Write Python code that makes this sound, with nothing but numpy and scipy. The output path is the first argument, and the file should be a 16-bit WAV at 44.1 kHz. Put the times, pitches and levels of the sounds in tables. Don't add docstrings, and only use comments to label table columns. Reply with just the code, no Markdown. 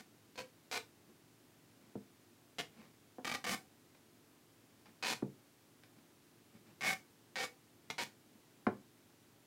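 import sys
import numpy as np
from scipy import signal
from scipy.fft import rfft, irfft, next_fast_len
from scipy.io import wavfile
from scipy.ndimage import map_coordinates

SR = 44100
rng = np.random.default_rng(int(sys.argv[2]) if len(sys.argv) > 2 else 0)


def materialize(psi):
    bounded = np.clip(np.atleast_2d(psi).T, -1, 1)
    quanta = np.round(bounded * 32767).astype(np.int16)
    wavfile.write(sys.argv[1], SR, quanta)


N = 417186
SIZE = 16384
HZ = np.fft.rfftfreq(SIZE, 1 / SR)
TIME = np.arange(N) / SR


def amp(db):
    return 10 ** (np.asarray(db) / 20)


def unit(x):
    return x / np.sqrt(np.mean(x ** 2) + 1e-20)


def along(points, hz):
    point_hz, values = np.transpose(points)
    return np.interp(np.log(hz + 1), np.log(point_hz + 1), values)


def add(track, start_s, sound):
    part = track[max(round(start_s * SR), 0):][:len(sound)]
    part += sound[:len(part)]


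def wobble(knots_per_s):
    knots = rng.standard_normal(int(N * knots_per_s / SR) + 4)
    return map_coordinates(knots, [TIME * knots_per_s])


def coloured(x, spectrum):
    size = next_fast_len(N + SIZE)
    gain = amp(along(spectrum, np.fft.rfftfreq(size, 1 / SR)))
    return unit(irfft(rfft(x, size) * gain, size)[:N])


def impulse(gain):
    cepstrum = irfft(np.log(np.maximum(gain, 1e-6)))
    click = irfft(np.exp(rfft(2 * cepstrum[:SIZE // 2], SIZE)))
    return click / np.linalg.norm(click)


def bent(x, delay_s):
    phase = 4 * np.pi * delay_s * np.sqrt(1000 * HZ)
    phase = phase - phase[-1] * HZ / SR
    return irfft(rfft(x, SIZE) * np.exp(-1j * phase), SIZE)[:SIZE * 3 // 4]


# (frequency [Hz], t60 [s])
ROOM_DECAY = [(150, 0.29), (400, 0.23), (1000, 0.2), (2800, 0.19), (7000, 0.2), (15000, 0.22)]


def in_room(x, wet_db, gap_s=0.0033):
    hz, t, noise = signal.stft(rng.standard_normal(SIZE), SR, nperseg=256)
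    decay = amp(-60 * t / along(ROOM_DECAY, hz)[:, None])
    tail = signal.istft(noise * decay, SR, nperseg=256)[1]
    tail[:round(gap_s * SR)] = 0
    response = amp(wet_db) * tail / np.linalg.norm(tail)
    response[0] = 1
    return signal.fftconvolve(x, response / np.linalg.norm(response))


# (frequency [Hz], level [dB rms])
FAN_TONES = [(91.5, -89.5), (113.0, -80), (161.5, -81), (253.0, -80.5), (279.9, -80), (301.5, -78.5),
             (344.5, -79.5), (414.5, -84), (441.4, -84)]


def fan(drift_rad=0.24):
    hum = np.zeros(N)
    for hz, db in FAN_TONES:
        phase = 2 * np.pi * (hz * TIME + rng.random()) + drift_rad * wobble(2.56)
        hum += amp(db) * np.sqrt(2) * np.sin(phase)
    return hum


# (frequency [Hz], relative density [dB per Hz])
FLOOR_SPECTRUM = [(15, -69), (25, -23), (64, -18.5), (104, -3), (164, -6), (183, -17), (198, -1.5),
                  (322, -9), (349, -3), (389, -8), (421, -13), (537, -11), (648, -12), (1020, -15),
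                  (15500, -25)]


def hiss(level_db=-67.5):
    return amp(level_db) * coloured(rng.standard_normal(N), FLOOR_SPECTRUM)


# (middle time [s], half length to 1/e [s], rub level [dB], dull push level [dB])
RUB_STROKES = [(1.098, 0.012, -73, -55), (1.856, 0.21, -75.5, -71), (2.813, 0.081, -64, -60.5),
               (4.89, 0.037, -68, -66), (5.98, 0.017, -68, -68), (6.557, 0.019, -64.5, -59),
               (6.687, 0.029, -66, -63), (8.346, 0.029, -78, -65)]
# (time [s], relative level [dB])
STICKY_TICKS = [(3.948, -57), (4.857, -52), (5.836, -56)]
# (frequency [Hz], relative density [dB per Hz])
RUB_SPECTRUM = [(200, -7), (600, 4), (1700, -1.5), (2100, -1), (2450, 0.5), (2800, -5), (5500, -11.5),
                (9000, -32), (16000, -32)]
# (frequency [Hz], relative density [dB per Hz])
PUSH_SPECTRUM = [(50, -51), (120, -0.5), (220, 4.5), (400, -9), (900, -22), (3000, -72)]


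def hands(tick_t60_s=0.043):
    rub, push = np.zeros(N), np.zeros(N)
    for middle_s, half_s, rub_db, push_db in RUB_STROKES:
        stroke = np.exp(-((TIME - middle_s) / half_s) ** 2)
        rub += amp(rub_db) * stroke
        push += amp(push_db) * stroke
    for start_s, db in STICKY_TICKS:
        add(rub, start_s, amp(db - 60 * TIME[:SIZE] / tick_t60_s))
    grains = rng.standard_normal(N) * amp(2.9 * wobble(500))
    touch = rub * coloured(grains, RUB_SPECTRUM)
    touch += push * coloured(rng.standard_normal(N), PUSH_SPECTRUM)
    return amp(-2) * in_room(touch, wet_db=-3.5)[:N]


# (time [s], relative level [dB], contact low-pass cutoff [Hz], bass boost [dB])
STICK_BUMPS = [(1.954, -47, 470, 10), (3.183, -46.5, 704, -20), (3.195, -52, 654, -14),
               (5.2228, -36, 497, 4.5), (8.667, -29.5, 1540, 0.5)]
# (frequency [Hz], relative level [dB], t60 [s])
SHAFT_MODES = [(109.2, -12.5, 0.15), (138.6, -11, 0.25), (201, -1, 0.13), (260.4, 2.5, 0.09),
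               (373, -10, 0.2), (440, -2.5, 0.13), (517, -6.5, 0.14), (595.5, -5, 0.074), (725, 2.5, 0.056),
               (853, -11, 0.13), (913, -18, 0.2), (1110, -30, .1), (1360, -18, 0.082), (1540, -6, 0.058),
               (1720, -6, 0.11), (2145, -18, 0.1), (2350, -12, 0.084), (3750, -15, 0.065)]
# (frequency [Hz], relative density [dB per Hz])
THUD_SPECTRUM = [(5, -52), (30, -37), (70, -12), (140, -11.5), (220, -3.5), (340, 2.5), (700, -5),
                 (1400, 0), (2500, -12), (5000, -12.5), (15000, -21)]


def stick(boom_hz=300, ring_db=-3, thud_db=5.0, thud_t60_s=0.032, attack_s=0.00048):
    track = np.zeros(N)
    t = np.arange(SIZE) / SR
    for start_s, db, soft_hz, boom_db in STICK_BUMPS:
        ring = np.zeros(SIZE)
        for k, (hz, mode_db, t60_s) in enumerate(SHAFT_MODES):
            envelope = amp(mode_db + rng.normal(0, 1) - 60 * t / t60_s)
            ring += (-1) ** k * envelope * np.sin(2 * np.pi * hz * t)
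        ring *= amp(ring_db) * (1 - np.exp(-t / attack_s))
        shudder = rng.standard_normal(SIZE) * amp(thud_db - 60 * t / thud_t60_s)
        thud = signal.fftconvolve(shudder, impulse(amp(along(THUD_SPECTRUM, HZ))))[:SIZE]
        blow = bent(ring + thud, delay_s=0.00069)
        bass = signal.sosfilt(signal.butter(1, boom_hz, fs=SR, output="sos"), blow)
        blow = blow + (amp(boom_db) - 1) * bass
        blow = signal.sosfilt(signal.butter(2, soft_hz, fs=SR, output="sos"), blow)
        add(track, start_s, amp(db + 2.5) * in_room(blow, wet_db=-7.0))
    return track


def slips(length_s, rate_hz, scatter, size_db, fizz_db, first_db, edge_hz):
    draws = rng.standard_normal((400, 2))
    waits_s = np.exp(scatter * draws[:, 0]) / rate_hz
    times_s = np.cumsum(waits_s) - waits_s[0]
    sizes = amp(size_db * np.tanh(draws[:, 1] / 2) * 2)
    sizes[0] = amp(first_db)
    inside = times_s < length_s
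    places = (times_s[inside] * SR).astype(int)
    pulses = unit(np.bincount(places, sizes[inside], int(length_s * SR) + 1))
    threads = rng.standard_normal(len(pulses))
    low = signal.butter(1, edge_hz, "low", fs=SR, output="sos")
    high = signal.butter(1, edge_hz, "high", fs=SR, output="sos")
    return unit(signal.sosfilt(low, pulses) + signal.sosfilt(high, threads) + amp(fizz_db) * threads)


CATCH_PERIOD_S, CATCH_DIP_DB = 0.0236, 14.5


def effort_db(t, swell_db, free_s, hold_s):
    stuck = (t < free_s) & ((free_s - t) % CATCH_PERIOD_S < hold_s)
    return swell_db * np.sin(np.pi * t / t[-1]) - CATCH_DIP_DB * stuck


# (frequency [Hz], height at grip 0 [dB], height at grip 1 [dB])
STRIP_MODES = [(493, 16, 13), (725, 11.5, 5), (756, 14.5, 21.5), (953, 18, -4), (1157, -2, 15),
               (1534, 10, 11), (1828, 7.5, 16), (2210, 10, 17), (2456, -15, 6), (2480, 14.5, -25),
               (2990, 4.5, 8), (3490, 2, 4.5), (4170, 7, -7)]


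def strip(pitch, grip, honk_hz, honk_db, ring_width_hz=22, ring_damping=0.0034, ring_db=-1,
          honk_octaves=0.19):
    width_hz = ring_width_hz + ring_damping * HZ ** 2 / 1000
    power = 1
    for hz, *heights_db in STRIP_MODES:
        height = amp(np.interp(grip, (0, 1), heights_db) + ring_db)
        power = power + height ** 2 / (1 + ((HZ - hz * pitch) / width_hz) ** 2)
    octaves_off = np.log2((HZ + 1) / honk_hz)
    return np.sqrt(power) * amp(honk_db * np.exp(-(octaves_off / honk_octaves) ** 2))


# (time [s], length [s], level [dB], mid-pull swell [dB], bass [dB], treble [dB],
# runs free after [s], hold of a catch [s], strip pitch [ratio], grip [0-1], honk [Hz], honk [dB])
TAPE_PULLS = [(0.0, 0.012, -52, 0, 8.5, 7, 0, 0, 1.0, 0.6, 2000, 2.5),
              (0.357, 0.064, -51, 8, 5, 1.5, 0.02, 0.013, 1.03, 0, 486, 7.5),
              (0.714, 0.065, -38, -1, -5, 5, 0.5, 0.00081, 0.96, 0.03, 497, 8),
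              (2.585, 0.028, -39.5, 2, 4.5, 3.5, 0.022, 0.00053, 0.96, 0.25, 3040, 8.5),
              (3.247, 0.11, -37.5, -0.9, 3.5, 3.5, 0.091, 0.0093, 1.04, 1, 2460, -0.5),
              (3.442, 0.106, -39, 2, 2.5, 5, 0.023, 0.0097, 1.0, 1, 1260, 2),
              (5.026, 0.11, -38, 2.5, -5, -0.5, 0.019, 0.005, 1.0, 0.1, 2450, 1.5),
              (6.809, 0.13, -40.5, 6, -1, 3, 0.021, 0.0055, 1, 1, 2230, 5.5),
              (7.357, 0.098, -38.5, -0.8, -7, -1, 0.021, 0.0044, 1.014, 0.75, 480, 10.5),
              (7.901, 0.011, -38, 2, 0, -0.5, 1, 0.0014, 0.96, 0.27, 2050, 1),
              (7.982, 0.056, -38.5, -0.5, -2, 0.5, 0.0049, 0, 0.99, 0.2, 2220, 1.5)]
# (frequency [Hz], relative density [dB per Hz])
SLIP_SPECTRUM = [(5, -45), (30, -27), (70, -15.5), (130, 2), (230, 8.5), (380, -2), (750, -5), (1300, -1),
                 (2450, -0.5), (2750, -1.5), (4700, -1), (7000, -9), (9000, -15), (16000, -23.5)]
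RUN_UP_S, BASS_RISE_DB, TREBLE_RISE_DB = 0.051, 3.5, 6.5


def tape(bass_hz=500, treble_hz=6000):
    track = np.zeros(N)
    bass_shelf = 1 / (1 + (HZ / bass_hz) ** 4)
    treble_shelf = 1 / (1 + (treble_hz / (HZ + 1)) ** 4)
    for start_s, length_s, db, swell_db, bass_db, treble_db, free_s, hold_s, *tuning in TAPE_PULLS:
        peel = slips(length_s, rate_hz=640, scatter=.55, size_db=3.5, fizz_db=-23.5,
                     first_db=1.5, edge_hz=6200)
        t = TIME[:len(peel)]
        peel = peel * amp(db + effort_db(t, swell_db, free_s, hold_s))
        speed = np.clip((t - free_s) / RUN_UP_S, 0, 1)
        body = strip(*tuning)
        rip = 0
        for share, fast in ((1 - speed, 0), (speed, 1)):
            low_db = (bass_db + fast * BASS_RISE_DB) * bass_shelf
            high_db = (treble_db + fast * TREBLE_RISE_DB) * treble_shelf
            gain = amp(along(SLIP_SPECTRUM, HZ) + low_db + high_db) * body
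            snap = bent(impulse(gain), delay_s=0.000335)
            rip = rip + signal.fftconvolve(peel * share, snap)
        add(track, start_s, in_room(rip, wet_db=-5.5))
    return track


def scene():
    return (fan() + hiss() + hands() + stick() + tape())[None]


def record(dry, top_hz=15850):
    size = next_fast_len(N + SIZE)
    passed = np.fft.rfftfreq(size, 1 / SR) < top_hz
    return irfft(rfft(dry, size) * passed, size)[:, :N]


dry = scene()
out = record(dry)
materialize(out)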